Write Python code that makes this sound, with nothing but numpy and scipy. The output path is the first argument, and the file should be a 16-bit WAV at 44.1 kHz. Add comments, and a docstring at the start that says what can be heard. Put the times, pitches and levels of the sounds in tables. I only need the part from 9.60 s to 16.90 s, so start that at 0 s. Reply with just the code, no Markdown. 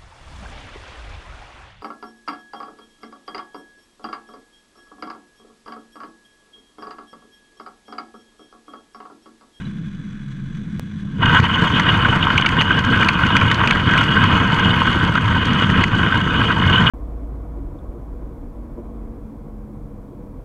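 """Tractor and gravel drag

A tractor idles, then pulls a steel spike-tooth drag through gravel; the microphone sits in a closed case on the drag.
Engine: firing pulses, flow noise, tones and valve clatter, muffled by the case.
Drag: random stone contacts ring frame, bars, teeth and case; the level swells, drops suddenly and recovers.
Accents: a hitch squeak, a dry tick, tooth knocks, frame jolts, clacks of flung stones, singing scrapes."""
import sys
import numpy as np
from scipy import signal
from scipy.io import wavfile
from scipy.ndimage import uniform_filter1d, minimum_filter1d

SR = 44100
rng = np.random.default_rng(int(sys.argv[2]) if len(sys.argv) > 2 else 0)


def bounce(signal):
    """Save signal as a 16-bit WAV file at the path given by the first command-line argument."""
    frames = np.transpose(np.atleast_2d(signal))
    limited = np.clip(frames, -1, 1)
    pcm = np.round(limited * 32767).astype(np.int16)
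    wavfile.write(sys.argv[1], SR, pcm)


N = 321930

# Resonances; widths are per filter pass
# frame bending: f/Hz, width/Hz, level/dB
FRAME_MODES = [(20, 15, -13), (33, 24, -12), (61, 47, -10.5), (82, 33, -5.5), (101.7, 61.3, 0.5),
               (167.6, 73.5, -2), (243.2, 55.5, -6.5), (312.2, 76, -11.5), (451.5, 100, -16)]
# bars and case: f/Hz, width/Hz, level/dB
BAR_MODES = [(604, 490, -16), (952, 128, -5), (1049, 138, -2.5), (1174, 110, -8), (1308, 156, -4.5),
             (1440, 130, -6), (1533, 117, 0), (1621, 87, -4.5), (1889, 380, -11.5), (2163, 152, -12),
             (2492, 304, -12.5)]
# teeth: f/Hz, width/Hz, level/dB
TOOTH_MODES = [(2890, 131, -5), (2995, 147, -5.5), (3227, 250, -10.5), (3564, 283, -18.5)]
# crack of stone on stone: f/Hz, width/Hz, level/dB
STONE_MODES = [(3360, 960, 8.5), (4470, 820, 3), (6240, 990, -1), (7360, 1350, -13.5), (8940, 1300, -16.5),
               (11500, 2000, -34)]


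def from_db(db):
    """Decibels to amplitude gain."""
    return 10 ** (np.asarray(db) / 20)


def unit_rms(x):
    """Scale to unit rms."""
    return x / np.sqrt(np.mean(x ** 2) + 1e-20)


def in_time(rows, before=None):
    """Columns of a curve table, interpolated to every sample."""
    t_s, *columns = np.transpose(rows)
    return [np.interp(np.arange(N) / SR, t_s, c, left=before) for c in columns]


def drift(rate_hz):
    """Low-passed noise of unit spread, made at every 40th sample and interpolated."""
    r = np.exp(-80 * np.pi * rate_hz / SR)
    noise = rng.standard_normal(N // 40 + 2002)
    slow = signal.lfilter([1], [1, -2 * r, r * r], noise)[2000:]   # drop the filter's start-up
    return np.interp(np.arange(N) / 40, np.arange(len(slow)), unit_rms(slow - slow.mean()))


def resonate(x, hz, width_hz):
    """A resonance passed twice: soft onset, steep skirts, gain 1 on top."""
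    r = np.exp(-np.pi * width_hz / SR)
    g = (1 - r * r) / 2
    stage = [g, 0, -g, 1, -2 * r * np.cos(2 * np.pi * hz / SR), r * r]
    return signal.sosfilt([stage, stage], x + 1e-18)


def strike(modes, at, sizes, spread_db):
    """Each blow drives every mode with its own strength and sign; sizes may be a function of mode pitch."""
    luck = rng.standard_normal((len(at), len(modes), 2))
    out = np.zeros(N)
    for k, (hz, width_hz, level_db) in enumerate(modes):
        size = sizes(hz) if callable(sizes) else sizes
        gain = from_db(level_db + spread_db * luck[:, k, 0])
        strength = size * gain * np.sign(luck[:, k, 1])
        out += resonate(np.bincount(at, strength, N), hz, width_hz)
    return out


def grains(modes, per_s, tail_db, clumps_db, patchy_db, spread_db):
    """Random contacts, mostly small, a few large, ring modes that swell and fade independently; rms 1."""
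    at = np.flatnonzero(rng.random(N) < per_s / SR)
    size_db = clumps_db[at] + tail_db * np.minimum(rng.exponential(1, len(at)), 4)

    def patchy_sizes(hz):
        return from_db(size_db + patchy_db * drift(13.3)[at])

    return unit_rms(strike(modes, at, patchy_sizes, spread_db))


def samples(events):
    """Event times as sample indices."""
    return (np.array(events)[:, 0] * SR).astype(int)


def contacts(events, count, spread_s):
    """Split each event into a first contact and random later ones: delays/s and sample indices."""
    late_s = rng.exponential(spread_s, (len(events), count)) * (np.arange(count) > 0)
    late_s = late_s.ravel()
    at = np.repeat(samples(events), count) + (late_s * SR).astype(int)
    return late_s, np.minimum(at, N - 1)


def engine():
    """Uneven firing pulses and turbulence ring the exhaust; firing harmonics add tones, valves clatter."""
    # idle levels: t/s, exhaust/dB, clatter/dB
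    idle = [(0.0, -26, -44), (0.136, -30, -48.5), (0.68, -32.5, -48), (1.19, -27, -48), (1.37, -31, -48.5),
            (1.5, -28, -49)]
    # exhaust and hitch resonances: f/Hz, width/Hz, level/dB
    exhaust_modes = [(38, 19, -13.5), (95.6, 40, -12), (137.5, 50, -4), (168.2, 36, -1.5),
                     (203.4, 30.3, -1), (267.6, 39, -14), (324.6, 41, -18.5), (467, 38, -27.5),
                     (640, 350, -42)]
    # valve clatter resonances: f/Hz, width/Hz, level/dB
    clatter_modes = [(1073, 330, -9), (1300, 200, -11), (1580, 320, -1), (2110, 580, -11),
                     (2450, 340, -12.5), (2980, 200, -12), (3394, 280, -7), (3910, 510, -16.5),
                     (4750, 580, -25.5), (5990, 1200, -22.5), (7300, 1000, -31.5), (8130, 2800, -31)]
    # tones: multiple of firing rate, mean amplitude/dB
    orders = [(1, -41), (4, -41), (6, -39), (9, -36.5), (14, -54)]
    mean_firing_hz = 22.86

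    exhaust_db, clatter_db = in_time(idle)
    firings = np.cumsum(mean_firing_hz * (1 + 0.01147 * drift(3.04))) / SR
    fired = np.flatnonzero(np.diff(np.floor(firings)))
    pulses = unit_rms(strike(exhaust_modes, fired, np.ones(len(fired)), spread_db=1.0))
    flow = grains(exhaust_modes, per_s=1500, tail_db=2.5, clumps_db=0.99 * drift(22),
                  patchy_db=0.3, spread_db=1.0)
    exhaust = unit_rms(0.37 * pulses + flow)
    tones = sum(from_db(db + 3.8 * drift(2.5)) * np.sin(2 * np.pi * k * firings) for k, db in orders)
    # valves repeat every other firing
    throb = 1 + 0.093 * np.cos(np.pi * firings) + 0.15 * np.cos(4 * np.pi * firings)
    clatter = throb * grains(clatter_modes, per_s=4000, tail_db=0.5, clumps_db=1.0 * drift(30),
                             patchy_db=0.5, spread_db=1.2)
    return from_db(exhaust_db) * exhaust + tones + from_db(clatter_db) * clatter


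def drag():
    """Stones stream against the teeth in clumps: frame rumble, rattle of bars, ring of teeth, treble grit."""
    # gravel load as bar rattle: t/s, level/dB
    pull = [(1.42, -60), (1.58, -46.5), (1.618, -29), (1.634, -16), (1.7, -18), (1.95, -19), (2.3, -19),
            (2.9, -20), (3.4, -18), (3.75, -17.5), (4.2, -22), (4.35, -18), (5.4, -19), (6.0, -19.5),
            (6.9, -19.5), (7.3, -19)]
    # faint rattle as the frame settles: t/s, level/dB
    settling = [(0, -39), (.04, -47), (.06, -44), (.09, -55), (.14, -90)]
    # treble passed by the case: f/Hz, width/Hz, level/dB
    case_modes = [(4276, 590, 3.5), (4680, 300, 1), (5270, 920, -6.5), (6300, 890, -4), (7080, 790, -9.5),
                  (8000, 1130, -12), (9080, 820, -16), (10980, 1400, -17), (13500, 2500, -63)]
    full_load_db = -19.5
    # level at full load; share of the load's swing in dB
    rumble_full_db, rumble_follows = -17.5, 0.74   # from cruise_s on
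    ring_full_db, ring_follows = -26.5, 0.93
    grit_full_db, grit_follows = -46, 0.81
    rumble_lead_s = 0.028   # the frame takes the strain before the teeth move
    grit_lag_s = 0.018   # loose stones take a moment to fly
    rumble_grows_db_per_s, cruise_s = 0.69, 5.3   # the tractor gathers speed until cruise_s

    rattle_db = in_time(pull, before=-120)[0] + dips()
    swing_db = rattle_db - full_load_db
    n = np.arange(N)
    early_swing_db = np.interp(n + rumble_lead_s * SR, n, swing_db)
    rumble_db = rumble_full_db + rumble_follows * early_swing_db
    rumble_db += rumble_grows_db_per_s * np.minimum(n / SR - cruise_s, 0)
    ring_db = ring_full_db + ring_follows * swing_db
    keep = np.exp(-1 / (grit_lag_s * SR))
    late_swing_db = signal.lfilter([1 - keep], [1, -keep], swing_db, zi=[swing_db[0]])[0]
    grit_db = grit_full_db + grit_follows * late_swing_db

    clumps = np.tanh(0.53 * drift(52))   # heaps of gravel load all parts together
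    heaps = 0.94 * drift(3.2)   # slower swells between one heap and the next
    rumble = grains(FRAME_MODES, per_s=900, tail_db=2.0, clumps_db=1.8 * clumps + 0.84 * heaps,
                    patchy_db=1.26, spread_db=1.5)
    rattle = grains(BAR_MODES, per_s=1200, tail_db=2.0, clumps_db=2.24 * clumps + 0.94 * heaps,
                    patchy_db=1.7, spread_db=2.5)
    ring = grains(TOOTH_MODES, per_s=1000, tail_db=2.5, clumps_db=2.15 * clumps + 1.2 * heaps,
                  patchy_db=2.0, spread_db=2.5)
    grit = grains(case_modes, per_s=2500, tail_db=3.0, clumps_db=4.4 * clumps + 0.52 * heaps,
                  patchy_db=2.0, spread_db=4.0)
    pebbles = grains(STONE_MODES, per_s=42, tail_db=6.5, clumps_db=2.2 * clumps,
                     patchy_db=-2.0, spread_db=3.0)
    grit += 0.24 * pebbles

    settle = from_db(in_time(settling)[0])
    rattle_gain = from_db(rattle_db) + settle
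    ring_gain = from_db(ring_db) + scrapes() + 0.43 * settle
    return from_db(rumble_db) * rumble + rattle_gain * rattle + ring_gain * ring + from_db(grit_db) * grit


def squeak():
    """A link of the hitch squeaks once: an impulse through one narrow resonance."""
    # t/s, level/dB, f/Hz, width/Hz
    t_s, level_db, hz, width_hz = (.053, -47, 3930, 130)
    impulse = np.bincount([int(t_s * SR)], [from_db(level_db) * SR / width_hz], N)
    return resonate(impulse, hz, width_hz)


def tick():
    """One dry tick: a sudden step that dies away within about two milliseconds."""
    # t/s, peak/dB
    t_s, peak_db = (1.19627, -14)
    impulse = np.bincount([int(t_s * SR)], [from_db(peak_db)], N)
    return signal.lfilter([1], [1, -.96], impulse)


def knocks():
    """A tooth catching on a big stone judders in four blows; modes near its pitch ring most."""
    # t/s, relative level/dB, favoured f/Hz
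    catches = [(1.63, 3, 1130), (1.635, 0.5, 1560), (1.656, -3, 2950), (1.68, -4.5, 1550),
               (1.726, -4, 1500), (1.747, 5, 1580), (1.77, 0, 1580), (1.842, -7, 1040), (2.266, -4.5, 1510),
               (2.295, -2, 2880), (2.447, -2.5, 1460), (2.626, -2.5, 2960), (2.668, 2, 1030),
               (2.702, -2, 1550), (2.752, -3, 1540), (2.78, -0.5, 2900), (2.821, -2, 2800),
               (2.845, -1.5, 1490), (2.86, -2, 2460), (3.105, 0, 1500), (3.239, -5.5, 1480),
               (3.334, -4, 1520), (3.421, -2, 1310), (3.487, -4, 1020), (3.634, -3, 1480),
               (3.751, -3, 1530), (3.813, -4, 1300), (3.916, -19, 1490), (4.011, -1, 1080),
               (4.107, -4, 2480), (4.291, -3, 1540), (4.335, -1, 1590), (4.565, 2, 1540),
               (5.216, 0.5, 1040), (5.272, -4, 1330), (5.553, -0.5, 1380), (5.575, -3, 1460),
               (6.026, -6, 2900), (6.177, -5, 1330), (6.431, -3.5, 1520), (6.521, -7, 1560),
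               (6.904, -3, 1440), (7.127, -1.5, 2860), (7.266, 3.5, 2960)]
    late_s, at = contacts(catches, count=4, spread_s=.005)
    _, level_db, pitch_hz = np.repeat(catches, 4, axis=0).T

    def sizes(hz):
        octaves_off = np.minimum(np.abs(np.log2(hz / pitch_hz)), .6)
        return from_db(level_db + 31.0 - 190 * late_s - 18.3 * octaves_off)

    return strike(BAR_MODES + TOOTH_MODES, at, sizes, spread_db=0.5)


def jolts():
    """Heavy pushes bend the whole frame: single blows on its low modes."""
    # t/s, relative level/dB
    pushes = [(1.644, -1), (1.671, -5), (1.795, -3.5), (2.02, -4), (2.136, -7), (2.46, -8), (2.753, -5.5),
              (2.98, -6.5), (3.17, -4), (3.745, -5), (3.654, -9), (5.433, -4), (5.492, -6), (6.209, -4.5),
              (6.0, -11), (6.09, -8), (6.332, -14), (6.565, -8), (7.002, -7)]
    return strike(FRAME_MODES, samples(pushes), from_db(np.array(pushes)[:, 1] + 40.0), spread_db=3.0)


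def clacks():
    """Flung stones clack close by: a few milliseconds of treble crackle and a short, dry body."""
    # t/s, relative level/dB, body relative to crack/dB, body f/Hz
    hits = [(1.6569, -20, -3, 1850), (1.7998, -21.5, 6, 2180), (1.8402, -28, 13, 1800),
            (2.1974, -17.5, 10, 1700), (2.7774, -17, 10, 2420), (2.8106, -24, 3, 2160),
            (2.8608, -16.5, 8, 2400), (2.8889, -21.5, 7.5, 2170), (3.0101, -20.5, 8, 2430),
            (3.0184, -24, 11, 2160), (3.1901, -21.5, 3, 1920), (3.2479, -25, -4, 1710),
            (3.4292, -29, 16, 1900), (3.4458, -22.5, 3, 2490), (3.486, -14.5, 7, 2410),
            (3.6657, -23, 2, 1750), (3.7658, -13.5, 5.5, 2170), (3.8123, -28, 16, 2160),
            (3.9137, -17.5, 7.5, 1730), (3.9432, -20.5, 1, 2200), (4.0738, -16.5, 6, 2310),
            (4.1081, -13.5, 6, 2470), (4.2912, -29, 6, 1910), (4.3105, -26, 6, 2000),
            (4.335, -26, 13, 1990), (4.3767, -24, 15, 2210), (4.4388, -25, 8, 1870), (4.6385, -25, 8, 1900),
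            (4.7525, -30, 0, 1900), (4.9435, -27, 0, 1900), (4.9955, -25.5, 5, 1970),
            (5.3288, -27, 4, 1920), (5.4482, -29, 7, 1900), (5.5529, -27, -4, 1790), (5.656, -29, 6, 1730),
            (5.8542, -23, 5, 2440), (5.933, -27, -2, 1800), (5.9979, -25, -1, 1700),
            (6.1, -26.5, 13.5, 1710), (6.2383, -19, 10.5, 2050), (6.2817, -30, 3, 1920),
            (6.3518, -28, 0, 1900)]
    late_s, at = contacts(hits, count=8, spread_s=.0028)
    _, level_db, body_db, pitch_hz = np.repeat(hits, 8, axis=0).T
    fade_db = level_db - 2000 * np.abs(late_s - .002)   # crunch peaks 2 ms after first contact
    body_modes = [(hz, 450, 0) for hz in (1500, 1900, 2300, 2700)]   # sizes of stone

    def body_sizes(hz):
        return from_db(fade_db + body_db + 30.0 - 25 * np.abs(np.log2(hz / pitch_hz)))

    body = strike(body_modes, at, body_sizes, spread_db=2.5)
    crack = strike(STONE_MODES, at, from_db(fade_db + 14.5), spread_db=1.5)
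    return crack + body


def dips():
    """Level change/dB: the level swells, drops suddenly and recovers, mostly around heavy jolts."""
    # t/s, swell before/dB, dip after/dB (negative reverses either), recovery time constant/s
    dip_table = [(1.8, 1.5, 15.5, 0.042), (1.871, 4, 3, 0.055), (2.09, 1, 6, .03), (2.21, 3, 3.5, .04),
                 (2.31, 5, -1, .03), (2.47, 3, 3, 0.034), (2.87, -1, 5, 0.087), (3.025, 5.5, 5.5, 0.11),
                 (3.2, 2.5, 4, 0.055), (3.5, 1, 4.5, 0.076), (3.94, -0.5, 3.5, 0.044), (4.12, 4, -2, 0.057),
                 (4.21, 2.5, 3.5, .04), (4.44, 2, 2, 0.063), (5.5, 0.5, 6, 0.049), (5.585, -2.5, 5, 0.059),
                 (6.1, -0.5, 3, .05), (6.249, 1, 9.5, 0.062), (6.62, -0.5, 6, .05), (6.93, 2, 4, 0.12)]
    swell_s = 0.051   # growth time constant before each drop
    t = np.arange(N // 40 + 1) * 40 / SR
    change_db = np.zeros(len(t))
    for drop_s, swell_db, dip_db, recovery_s in dip_table:
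        before = t < drop_s
        fade = np.exp(-np.abs(t - drop_s) / np.where(before, swell_s, recovery_s))
        change_db += np.where(before, swell_db, -dip_db) * fade
    return np.interp(np.arange(N) / SR, t, uniform_filter1d(change_db, size=9))


def scrapes():
    """A tooth grinds along one stone and sings: bell-shaped gain for the teeth's ring."""
    # t/s, peak gain/dB, length/s
    scrape_table = [(1.948, -25, 0.022), (2.062, -32, 0.026), (2.165, -21.5, 0.041), (2.293, -23, 0.028),
                    (2.636, -27, .03), (2.996, -23, 0.024), (3.718, -29, 0.027), (4.188, -36, 0.026),
                    (4.397, -27, .03), (6.035, -26, 0.024), (7.152, -24, 0.049), (7.267, -28, 0.03)]
    t = np.arange(N // 40 + 1) * 40 / SR
    gain = sum(from_db(db) * np.exp(-(2 * (t - mid_s) / length_s) ** 2)
               for mid_s, db, length_s in scrape_table)
    return np.interp(np.arange(N) / SR, t, gain)


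def scene():
    """Everything sums at one microphone."""
    return (engine() + drag() + squeak() + tick() + knocks() + jolts() + clacks())[None]


def record(dry):
    """A look-ahead limiter holds peaks, releasing at a constant dB rate; a low-pass cuts the top."""
    limit, attack_s, release_db_per_s = 0.88, 0.0036, 150
    cutoff_hz = 16800   # stopband edge
    ramp_db = release_db_per_s * np.arange(N) / SR
    over_db = np.maximum(20 * np.log10(np.abs(dry[0]) / limit + 1e-9), 0)
    held_db = np.maximum(np.maximum.accumulate(over_db + ramp_db) - ramp_db, 0)
    reach = int(attack_s * SR) * 2 + 1   # samples, centred: looks both ways
    gain_db = uniform_filter1d(minimum_filter1d(-held_db, size=reach), size=reach)
    low_pass = signal.cheby2(12, 70, cutoff_hz, fs=SR, output="sos")
    return signal.sosfilt(low_pass, dry * from_db(gain_db))


dry = scene()
out = record(dry)
bounce(out)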